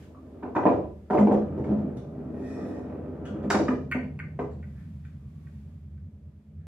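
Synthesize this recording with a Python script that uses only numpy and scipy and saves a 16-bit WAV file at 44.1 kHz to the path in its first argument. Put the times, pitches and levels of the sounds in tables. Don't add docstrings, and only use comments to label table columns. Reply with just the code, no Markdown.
import sys
import numpy as np
from scipy import signal
from scipy.io import wavfile
from scipy.ndimage import uniform_filter1d

SR = 44100
rng = np.random.default_rng(int(sys.argv[2]) if len(sys.argv) > 2 else 0)


def volts(x):
    e = np.asarray(x, float) / 20
    return 10 ** e


def wav_out(sig):
    wavfile.write(sys.argv[1], SR, np.round(np.clip(np.atleast_2d(sig).T, -1, 1) * 32767).astype(np.int16))


N = 294134
TIME_S = np.arange(N) / SR
EDGES = 28 * 2 ** np.arange(0, 9.6, .5)


def rms_one(x):
    return x / np.sqrt(np.mean(x ** 2) + 1e-20)


def in_time(rows):
    s, *columns = np.transpose(rows)
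    return [np.interp(TIME_S, s, column) for column in columns]


def at_hz(points, hz):
    pitches, values = np.transpose(points)
    return np.interp(np.log(hz), np.log(pitches), values)


def fading(x, t60):
    return signal.lfilter([1], [1, -volts(-60 / (t60 * SR))], x)


def clicks(times, sizes):
    out = np.full(N, 1e-18)
    places = np.minimum((np.asarray(times) * SR).astype(int), N - 1)
    np.add.at(out, places, sizes)
    return out


def ring(x, hz, t60):
    shrink = volts(-60 / (max(t60, .003) * SR))
    turn = 2 * np.pi * hz / SR
    return signal.lfilter([0, np.sin(turn)], [1, -2 * shrink * np.cos(turn), shrink ** 2], x)


def band(x, low_hz, high_hz):
    return signal.sosfilt(signal.butter(2, [low_hz, high_hz], "band", fs=SR, output="sos"), x)


def swell(s, rise, fall):
    t = TIME_S - s
    return np.where(t < 0, rise * t, -fall * t)


def wander(rate, size):
    return np.interp(np.linspace(0, N / SR * rate, size), np.arange(200), rng.standard_normal(200))


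def bands(size, gain):
    # pitch_hz, left_right_likeness (1 = the same)
    likeness = [(60, 0.99), (150, 0.9), (380, 0.8), (950, 0.44), (2380, 0.12), (5980, -0.05),
                (15000, -0.02)]
    out, white = 0, rng.standard_normal((2, 2, size))
    for k, (low, high) in enumerate(zip(EDGES, EDGES[1:])):
        mid, side = band(white[k % 2], low, high)
        hz = np.sqrt(low * high)
        alike = np.clip(at_hz(likeness, hz), -1, 1)
        out = out + gain(hz) * (np.sqrt(1 + alike) * mid + np.sqrt(1 - alike) * side * [[1], [-1]])
    return out


def bursts(events, spectrum, t60, trim_db):
    s, peak_db = np.transpose(events)
    shape = fading(clicks(s, volts(peak_db + trim_db)), t60)
    noise = rng.standard_normal(N)
    colour = 0
    for k, (low, high) in enumerate(zip(EDGES[11:], EDGES[12:])):
        sign = (-1) ** k
        colour = colour + sign * volts(at_hz(spectrum, np.sqrt(low * high))) * band(noise, low, high)
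    return shape * rms_one(colour)


def garage(x, wet_db, pan_db, lag=3):
    # pitch_hz, t60_s
    echo_times = [(100, 0.91), (260, 0.48), (700, 0.41), (1800, 0.31), (5000, 0.49), (12000, 0.23)]
    t = np.arange(int(.9 * SR)) / SR

    def tail_gain(hz):
        t60 = at_hz(echo_times, hz)
        return volts(-60 * t / t60) / np.sqrt(t60 * SR / 14)

    tail = bands(len(t), tail_gain) * volts(wet_db) * np.clip((t - .002) / 0.00035, 0, 1)
    tail[0, lag] = tail[1, 0] = 1
    return signal.fftconvolve(x[None], tail, axes=1)[:, :N] * volts([[pan_db / 2], [-pan_db / 2]])


def air():
    # pitch_hz, level_db
    hiss = [(200, -24.5), (340, -3), (492, -12), (586, -10.5), (770, -9.5), (995, -12.5), (2250, -14),
            (2440, -15), (3700, -21), (14700, -29.5), (15700, -34.5)]
    # start_s, lift_db
    stir = [(0, 17.5), (.15, 7.5), (4.5, 5), (4.8, 10), (5.2, 6), (5.55, 9.5), (5.85, 3.5), (6.1, 1),
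            (6.67, 0.3)]
    noise = bands(N, lambda hz: volts(at_hz(hiss, hz)) * (hz > 200) + volts(10.5) * (hz < 200))
    return volts(-76.5 + in_time(stir)[0]) * noise / np.std(band(noise[0], 310, 16000))


def engine():
    # start_s, level_db
    idle = [(0.0, -52), (1.2, -54.5), (1.55, -46), (2.7, -50.5), (3.6, -48), (4.9, -48.5), (5.9, -50.5),
            (6.3, -51), (6.67, -51)]
    # start_s, cycles_per_s
    idle_rate = [(0, 10.35), (.8, 10.5), (2.0, 10.75), (2.4, 10.55), (2.8, 10.25), (3.2, 9.7), (3.6, 9.9),
                 (4.4, 9.91), (4.8, 10.0), (5.2, 9.84), (5.6, 9.92), (6.0, 9.82), (6.4, 9.45), (6.67, 9.4)]
    # pitch_hz, level_db
    exhaust = [(45, -34.), (60, -17.), (70, -10.), (80, 0.), (89, -3.5), (99, -14.), (110, -25.),
               (122, -10.), (148, -4.), (160, -8.), (180, -18.), (212, -12.), (250, -26.), (330, -38.)]
    # middle_s, depth_db, half_width_s
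    misfires = [
        (6.114, -22.5, 0.011),
        (6.18, -8.5, 0.027),
        (6.32, -8, 0.0147),
        (6.44, -13, 0.064),
    ]
    idle_db = in_time(idle)[0]
    coarse = 20
    level_db, rate = idle_db[::coarse], in_time(idle_rate)[0][::coarse]
    size = len(rate)
    upper_db = -1 + 2 * (level_db - level_db.mean())
    cycle = np.cumsum(rate) * coarse / SR
    cycle = cycle - cycle[int(5.497 * SR / coarse)] + 0.032 * wander(8.3, size)
    throb = 0
    for order in range(4, 33):
        scatter = .02 * abs(order - 8.5) * rng.standard_normal() + .04 * wander(4., size)
        scatter = scatter + .4 * (order < 8)
        turn = order * (cycle - .5) - 0.024 * (order - 8.5) ** 2 + scatter
        gain_db = at_hz(exhaust, order * rate) + (order > 10) * upper_db + 2.5 * wander(5., size)
        throb = throb + volts(gain_db) * np.cos(2 * np.pi * turn)
    throb = signal.resample_poly(throb, coarse, 1, padtype="line")[:N] * volts(idle_db + 6.0)
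    for s, depth_db, half_width_s in misfires:
        throb = throb * volts(depth_db * np.exp(-((TIME_S - s) / half_width_s) ** 2))
    breath = rms_one(band(rng.standard_normal(N), 170, 350))
    throb = throb + volts(-29.5) * uniform_filter1d(np.abs(throb), size=500) * breath
    lag = 6
    return np.array([throb, np.r_[throb[:lag], throb[:-lag]]]) * volts([[-.3], [.3]])


def ticks():
    # start_s, peak_db
    rattles = [(0.0247, -54), (1.9656, -76), (1.9704, -51.5), (3.254, -48.5), (1.585, -62), (1.641, -55),
               (1.669, -59), (1.778, -61), (4.5137, -58.5), (3.43, -54.5), (5.05, -57), (0.553, -49),
               (1.104, -48.5), (1.15, -53), (1.19, -42), (1.32, -44.5)]
    # pitch_hz, level_db_per_hz
    tick_colour = [(760, -39), (1300, -9), (1490, -4.5), (1720, -5.5), (2100, -22.5), (2200, -25.5),
                   (2800, -9), (4000, -27), (5950, -18.5), (14000, -49.5)]
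    return bursts(rattles, tick_colour, 0.033, trim_db=-6.0)


def cue():
    # start_s, peak_db
    touch = [
        (0.1468, -49.5),
    ]
    # peak_s, shaft_ring_db, scuff_db
    slides = [
        (4.71, -110, -66),
        (4.78, -110, -50),
        (5.049, -110, -55.5),
        (5.15, -75, -81),
        (5.27, -83, -82),
        (5.39, -78.5, -72),
        (5.69, -89.5, -70),
        (5.975, -105, -66.5),
        (6.6, -110, -62),
    ]
    s, peak_db = np.transpose(touch)
    slide_s, ring_db, scuff_db = np.transpose(slides)
    rise = 408
    rings = volts(np.array([swell(at, rise, 47) for at in slide_s]))
    strokes = volts(np.array([swell(at, rise, 162) for at in slide_s]))
    rub = rng.standard_normal(N)
    shaft = rms_one(band(ring(rub, 1130, .1), 1000, 1300)) * (volts(ring_db - 8.) @ rings)
    scuff = rms_one(band(rub, 1300, 2050)) * (volts(scuff_db - 20.) @ strokes)
    knock = band(ring(clicks(s, volts(peak_db + 1.0)), 1143, 0.045), 800, 1600)
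    return knock + shaft + scuff


def knocks():
    # start_s, peak_db, hardness_db, glancing_edge_db, bite_db
    tumbles = [(0.429, -31.5, -0.5, 3.5, -8), (0.442, -34.5, -13, -4, -3), (0.463, -31, -10, 8, -3.5),
               (0.551, -26.5, 5.5, 4.5, -14), (0.563, -15, 1.5, -1, -7), (0.609, -23.5, -18.5, -6.5, -5),
               (0.631, -23, -5.5, 4, 1), (0.654, -12.5, 0.5, -15, -1.5), (0.664, -18.5, 1.5, -3, 4),
               (0.689, -15, -15, 7, 1.5), (0.721, -17.5, -8, -14.5, 4), (0.787, -28, -14, -2, -2.5),
               (0.836, -38, -7.5, 2, 4), (1.101, -19, 0.5, -1, -22.5), (1.107, -19, -2.5, 2.5, -27),
               (1.133, -12, -6.5, -9, -6.5), (1.148, -15, -10, -3.5, -8.5), (1.173, -27, 1, 4.5, -1.5),
               (1.181, -13.5, 0, -3.5, -2), (1.202, -23.5, -11, -1.5, -1), (1.271, -15, -7, -4, 3.5),
               (1.313, -15, -6.5, -12.5, 6.5), (1.341, -20, -19, 4.5, 7.5), (1.419, -30, -12, 11, 1),
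               (1.481, -41.5, -9.5, 8, 5.5), (1.579, -21, -25.5, -2.5, 5), (1.64, -32.5, -15, 16, 4.5),
               (1.667, -29.5, -18.5, 10, 3.5), (1.692, -25, -22, -1.5, 9), (1.714, -20, -22.5, 3, 3),
               (1.788, -24, -34, -9.5, 0)]
    # start_s, peak_db, hardness_db, glancing_edge_db, bite_db
    landings = [(3.254, -47.5, -3, 2, -7.5), (3.298, -41, -27.5, -6, 2), (3.437, -31, -19, -3, 0),
                (3.502, -21.5, 1, 7, -7.5), (3.511, -25, -1.5, 7, -16), (3.543, -19.5, -3.5, 5, -4),
                (3.551, -22, -3.5, 6, -9), (3.597, -19, -7, -4, -4), (3.682, -22.5, -4.5, 7.5, -4.5),
                (3.719, -23.5, -21, -7, 0), (3.947, -26, -5, -9, 4), (4.031, -45, -1, -2.5, 9.5),
                (4.39, -23, -3, -1.5, -6.5), (4.407, -38, -15, -10, -1), (4.439, -30.5, -7, -10, -7)]
    s, peak_db, hard_db, glance_db, bite_db = np.transpose(tumbles + landings)
    in_tray = np.tile(np.arange(len(s)) >= len(tumbles), 2)
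    s = np.r_[s, s + .0107]
    peak_db = np.r_[peak_db, peak_db - 14]
    hard_db = np.r_[hard_db, hard_db - 6.5]
    edge_db = 1.43 * hard_db + np.tile(glance_db, 2) + np.where(in_tray, -5, -14)
    crack_db = .15 * hard_db + np.where(in_tray, -37, -45.5)
    return s, peak_db, hard_db, edge_db, np.tile(bite_db, 2), crack_db


def roll():
    # start_s, rumble_db, lean_db (from long panel to tray floor)
    track = [(0.0, -50, 2.5), (0.4, -42, 9.5), (1.0, -51.5, -12), (1.35, -33, -1), (1.53, -32.5, -7),
             (1.74, -30.5, -14), (2.08, -40, 10.5), (2.27, -35, 12.5), (2.58, -29.5, 1.5),
             (3.07, -34.5, 3.5), (3.45, -31.5, -8), (3.85, -47.5, 8), (4.65, -53.5, -17),
             (4.85, -62, -16.5)]
    sizes = volts(4.35 * np.minimum(rng.exponential(1, N), 4)) * rng.choice([-1, 1], N)
    bumps = rms_one(sizes * (rng.random(N) < 900 / SR))
    return bumps, *in_time(track)


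def booms(heavy, lean_db):
    # start_s, long_panel_db, tray_floor_db (added to the panel's)
    heavy_blows = [(0.429, -45.5, 13.5), (0.506, -45, 6.5), (0.653, -24.5, 4), (1.102, -25.5, -3),
                   (1.1844, -16.5, -24), (1.2035, -15, -20), (1.2234, -14.5, -15), (1.2419, -21, -16),
                   (1.2627, -19.5, -18.5), (1.309, -20, -16), (1.338, -22, -15.5), (1.418, -29, -8),
                   (1.714, -22.5, -7), (1.839, -23, -3.5), (3.302, -28.5, -30), (3.437, -33, 2.5),
                   (3.542, -20, -13.5), (3.683, -35, 17), (3.722, -29.5, -14.5), (3.946, -40.5, 18),
                   (4.03, -31, -2.5), (4.388, -39, 8)]
    s, panel_db, floor_db = np.transpose(heavy_blows)
    on_panel = clicks(s, volts(panel_db + 2.0)) + heavy * volts(-36 - lean_db)
    on_floor = clicks(s, volts(panel_db + floor_db + 2.5)) + heavy * volts(-38.5 + lean_db)
    boom = ring(on_panel, hz=209.7, t60=0.14) + ring(on_floor, hz=253.8, t60=0.18)
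    return band(band(boom, 140, 290), 171, 330)


def cabinet():
    # pitch_hz, level_db, t60_s
    panels = [(140.5, -10.5, 0.17), (151, -13.5, 0.088), (302, 3, 0.023), (312, 5, 0.033),
              (391.4, 2.5, 0.062), (438, -2.5, 0.06), (484, 2.5, 0.044), (568, -2.5, 0.078),
              (627.6, 2.5, 0.026), (631.3, -8.5, 0.015), (638, -7, 0.024), (736.4, 1, 0.039),
              (730, -1.5, 0.0056), (938, -6.5, 0.021), (1001, -10, 0.037), (990, -21.5, 0.041),
              (1040, -34, 0.023), (1247, -21.5, 0.0077), (1190, -3, 0.013), (1380, -4, 0.007),
              (1532, 1, 0.018), (1790, -7, 0.0054), (1826, -0.5, 0.012), (1970, -7.5, 0.011),
              (2160, -15.5, 0.019), (2380, -6, 0.013), (2704, -19, 0.012), (2880, -18, 0.012)]
    panel_sizes = [600, 950, 1450, 2500]
    s, peak_db, hard_db, edge_db, bite_db, crack_db = knocks()
    bumps, rumble_db, lean_db = roll()
    heavy = bumps * volts(rumble_db)
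    shudder = fading(clicks(s, volts(peak_db - 10.5)), 0.24)
    bumps = bumps * np.hypot(volts(rumble_db), shudder)
    gritty = bumps * volts(-16 + np.clip(3.5 * (TIME_S - 2.15), 0, 5.5))
    dealt = rng.integers(0, 3, N)
    shape = (len(s), len(panels))
    spread = volts(rng.normal(0, 2.3, shape)) * rng.choice([-1, 1], shape)
    tilt_db = [0 * s - 12.5, hard_db, edge_db - 7.5, edge_db - 0.5 + bite_db]
    grain = rng.standard_normal(N)
    scrunch = (grain, grain[::-1])
    fade, build = volts(-60 / (0.026 * SR)), np.exp(-1 / (.002 * SR))
    shake = np.convolve([1, -fade], [1, -build])
    wood = np.zeros((3, N))
    for k, (hz, level_db, t60) in enumerate(panels):
        middle, high = 690 < hz < 1200, hz > 1200
        share = [np.interp(np.log(hz), np.log(panel_sizes), row) for row in np.eye(len(panel_sizes))]
        blows = clicks(s, volts(peak_db + np.dot(share, tilt_db)) * spread[:, k])
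        if high:
            blows = volts(-13) * signal.lfilter([1 - build], shake, blows) * scrunch[k % 2]
        rolling = gritty if high else bumps * volts(middle * -3.5)
        rolling = rolling * (dealt == k % 3) * volts(-36.5)
        wood[middle + 2 * high] += volts(level_db) * ring(blows + rolling, hz, t60)
    small = volts(3.0) * band(wood[2], 890, 3700)
    wood = band(wood[0], 110, 900) + band(wood[1], 500, 2300)
    push = ring(clicks(s, volts(peak_db - 9)), 480, 0.023)
    thud = ring(clicks(s, volts(peak_db - 32)), 55, 0.3)
    puff = fading(clicks(s, volts(peak_db + crack_db)), 0.054)
    crack = band(puff * rng.standard_normal(N), 3600, 7000)
    return wood - push + thud + crack, small, booms(heavy, lean_db)


def tones():
    # start_s, pitch_hz, peak_db, t60_s
    single_tones = [(0.424, 1050, -40.5, 0.028), (0.560, 755, -21, .03), (0.657, 1001, -21.5, 0.073),
                    (0.661, 1670, -36, 0.055), (1.103, 1370, -30, 0.027), (1.133, 568, -18, .06),
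                    (1.149, 1150, -24.5, .02), (1.184, 630, -17, 0.056), (1.271, 800, -22.5, .03),
                    (1.312, 600, -19, .04), (1.341, 528, -21, .04), (3.503, 700, -21, 0.043),
                    (3.505, 1497, -24, 0.037), (3.511, 1420, -15.5, 0.013), (3.543, 800, -25.5, 0.048),
                    (3.546, 1490, -27, 0.027), (3.551, 1030, -18, .015), (3.565, 977, -28, .04),
                    (3.683, 1230, -24, 0.033), (3.684, 2010, -34.5, .02), (4.19, 980, -43, 0.012),
                    (4.199, 2106, -35, .03), (4.39, 694, -26.5, 0.052), (4.4, 953, -34, 0.057),
                    (4.629, 1510, -51, 0.02), (4.639, 1965, -48, 0.026), (5.47, 1680, -60, 0.017)]
    out, blow = np.zeros(N), np.r_[1, np.full(SR // 8, 1e-18)]
    for s, hz, peak_db, t60 in single_tones:
        start = int(s * SR)
        out[start:start + len(blow)] += volts(peak_db) * band(ring(blow, hz, t60), .8 * hz, 1.25 * hz)
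    return out


def pings():
    # start_s, pitch_hz, peak_db, t60_s
    brushes = [(1.962, 10300, -73, 0.05), (1.964, 9200, -78, 0.12), (1.965, 7100, -77, 0.06),
               (1.968, 6000, -77, 0.14), (1.971, 3500, -71, 0.12), (1.972, 2400, -62, 0.03),
               (3.248, 1480, -49, 0.17), (3.25, 9900, -85, .1), (3.251, 5950, -73, .2),
               (3.251, 7800, -75, .22), (3.252, 2800, -59, 0.09), (3.252, 5400, -73, .18),
               (3.256, 4600, -73, 0.15), (3.262, 3150, -63, 0.16)]
    out, scrape, t = np.zeros(N), rng.standard_normal(N), np.arange(SR // 2) / SR
    for s, hz, peak_db, t60 in brushes:
        span = slice(int(s * SR), int(s * SR) + len(t))
        half_width = hz / 7.8 / 2
        rough = rms_one(band(scrape[span], hz - half_width, hz + half_width))
        out[span] += volts(peak_db - 60 * t / t60) * rough
    return out


def rails():
    # pitch_hz, width_hz, level_db
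    rail_bands = [(1852, 98, 0.5), (2500, 110, -9.5), (3546, 80, -26), (3860, 36, -21), (4970, 52, -27),
                  (5400, 160, -14.5), (6100, 55, -35), (7600, 140, -23.5), (8380, 52, -44),
                  (8830, 60, -36.5), (9800, 140, -37), (10520, 320, -23), (12300, 48, -42),
                  (13200, 300, -37.5)]
    grit, song = rng.standard_normal(N), 0
    for hz, width, level_db in rail_bands:
        voice = rms_one(band(grit, hz - .7 * width, hz + .7 * width))
        song = song + volts(level_db + 3.5 * wander(22., N)) * voice
    haze = volts(-10.0) * rms_one(band(band(grit, 1500, 7300), 1000, 11500))
    start_s, hold_s = 2.468, 0.29
    held_db = swell(start_s, 119, 23) + swell(start_s + hold_s, 0, 87)
    return (song + haze) * volts(-62 + held_db)


def jolts():
    # start_s, peak_db
    shoves = [
        (3.5014, -21),
        (3.5079, -47.5),
        (3.5294, -44.5),
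        (3.5479, -43),
        (3.5814, -45),
        (3.686, -48),
    ]
    # pitch_hz, level_db_per_hz
    jolt_colour = [(1470, -34), (2500, -1), (2740, -3), (3150, -10), (3760, -11), (4800, -0.5), (6300, -6),
                   (7730, -9), (15700, -36.5)]
    return bursts(shoves, jolt_colour, 0.061, trim_db=-13.0)


def clacks():
    # start_s, peak_db, treble_db, tilt_db_per_octave
    meetings = [(3.9142, -18, -38.5, -18), (3.9225, -22.5, -46, 5.5), (3.930, -32.5, -52, 7),
                (3.957, -35, -45, -6), (3.989, -45, -47, -2), (4.1905, -35, -34.5, -1),
                (4.199, -30, -55, -9.5), (4.205, -52, -48, -10), (4.6283, -44, -51, -18),
                (4.6387, -55, -43, -8), (5.05, -51, -35, -1), (5.469, -53, -39, -13),
                (5.477, -69.5, -45, -12), (5.977, -61, -30, -6), (6.598, -73.5, -24, -11)]
    # pitch_hz, level_db, t60_s
    clack_modes = [(1230, -20, 0.03), (1540, -4, 0.029), (1540, -8.5, .03), (1833, -8.5, .02), (1880, 0, 0.032),
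                   (2240, -4.5, 0.023), (2133, -5.5, 0.035), (2430, -3.5, 0.02), (2414, -3.5, 0.019),
                   (2650, -14.5, 0.022), (2860, -21, .02), (3100, -32.5, 0.027), (4445, 6, 0.015),
                   (6700, 5, 0.00443), (8400, 7.5, 0.0041), (11000, -5.5, .004), (13300, 0.5, 0.008)]
    s, peak_db, treble_db, tilt_db = np.transpose(meetings)
    spread = rng.normal(0, 1.2, (len(s), len(clack_modes)))
    fresh = rng.standard_normal(N)
    out = np.zeros((2, N))
    for k, (hz, level_db, t60) in enumerate(clack_modes):
        glint = hz > 4000
        octaves = np.log2(max(hz / 1570, 1))
        lean_db = treble_db + 9.0 if glint else tilt_db * octaves
        touches = clicks(s, volts(peak_db + level_db + lean_db + spread[:, k] - 9.5))
        chatter = volts(-15.5) * fading(touches, 0.027) * np.roll(fresh, 997 * k)
        out[int(glint)] += ring(touches + chatter, hz, t60)
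    return band(band(out[0], 1100, 2900), 940, 3000) + band(out[1], 3800, 15000)


def scene():
    background = air() + engine()
    wood, small, boom = cabinet()
    body = garage(ticks() + cue() + wood + pings() + rails(), wet_db=4.0, pan_db=-0.46)
    deep = garage(boom, wet_db=-7.0, pan_db=0.6, lag=0)
    jolt = garage(jolts(), wet_db=5.5, pan_db=-3.0)
    jolt[1] = signal.sosfilt(signal.butter(2, 6500, fs=SR, output="sos"), jolt[1])
    hard = garage(clacks() + tones() + volts(-1.5) * small, wet_db=-3.0, pan_db=0.3)
    return background + body + deep + jolt + hard


def low_pass(x):
    return signal.sosfilt(signal.butter(12, 15520, fs=SR, output="sos"), x)


def record(dry):
    mix = signal.sosfilt(signal.butter(4, 42, "high", fs=SR, output="sos"), dry)
    return low_pass(mix)


dry = scene()
out = record(dry)
wav_out(out)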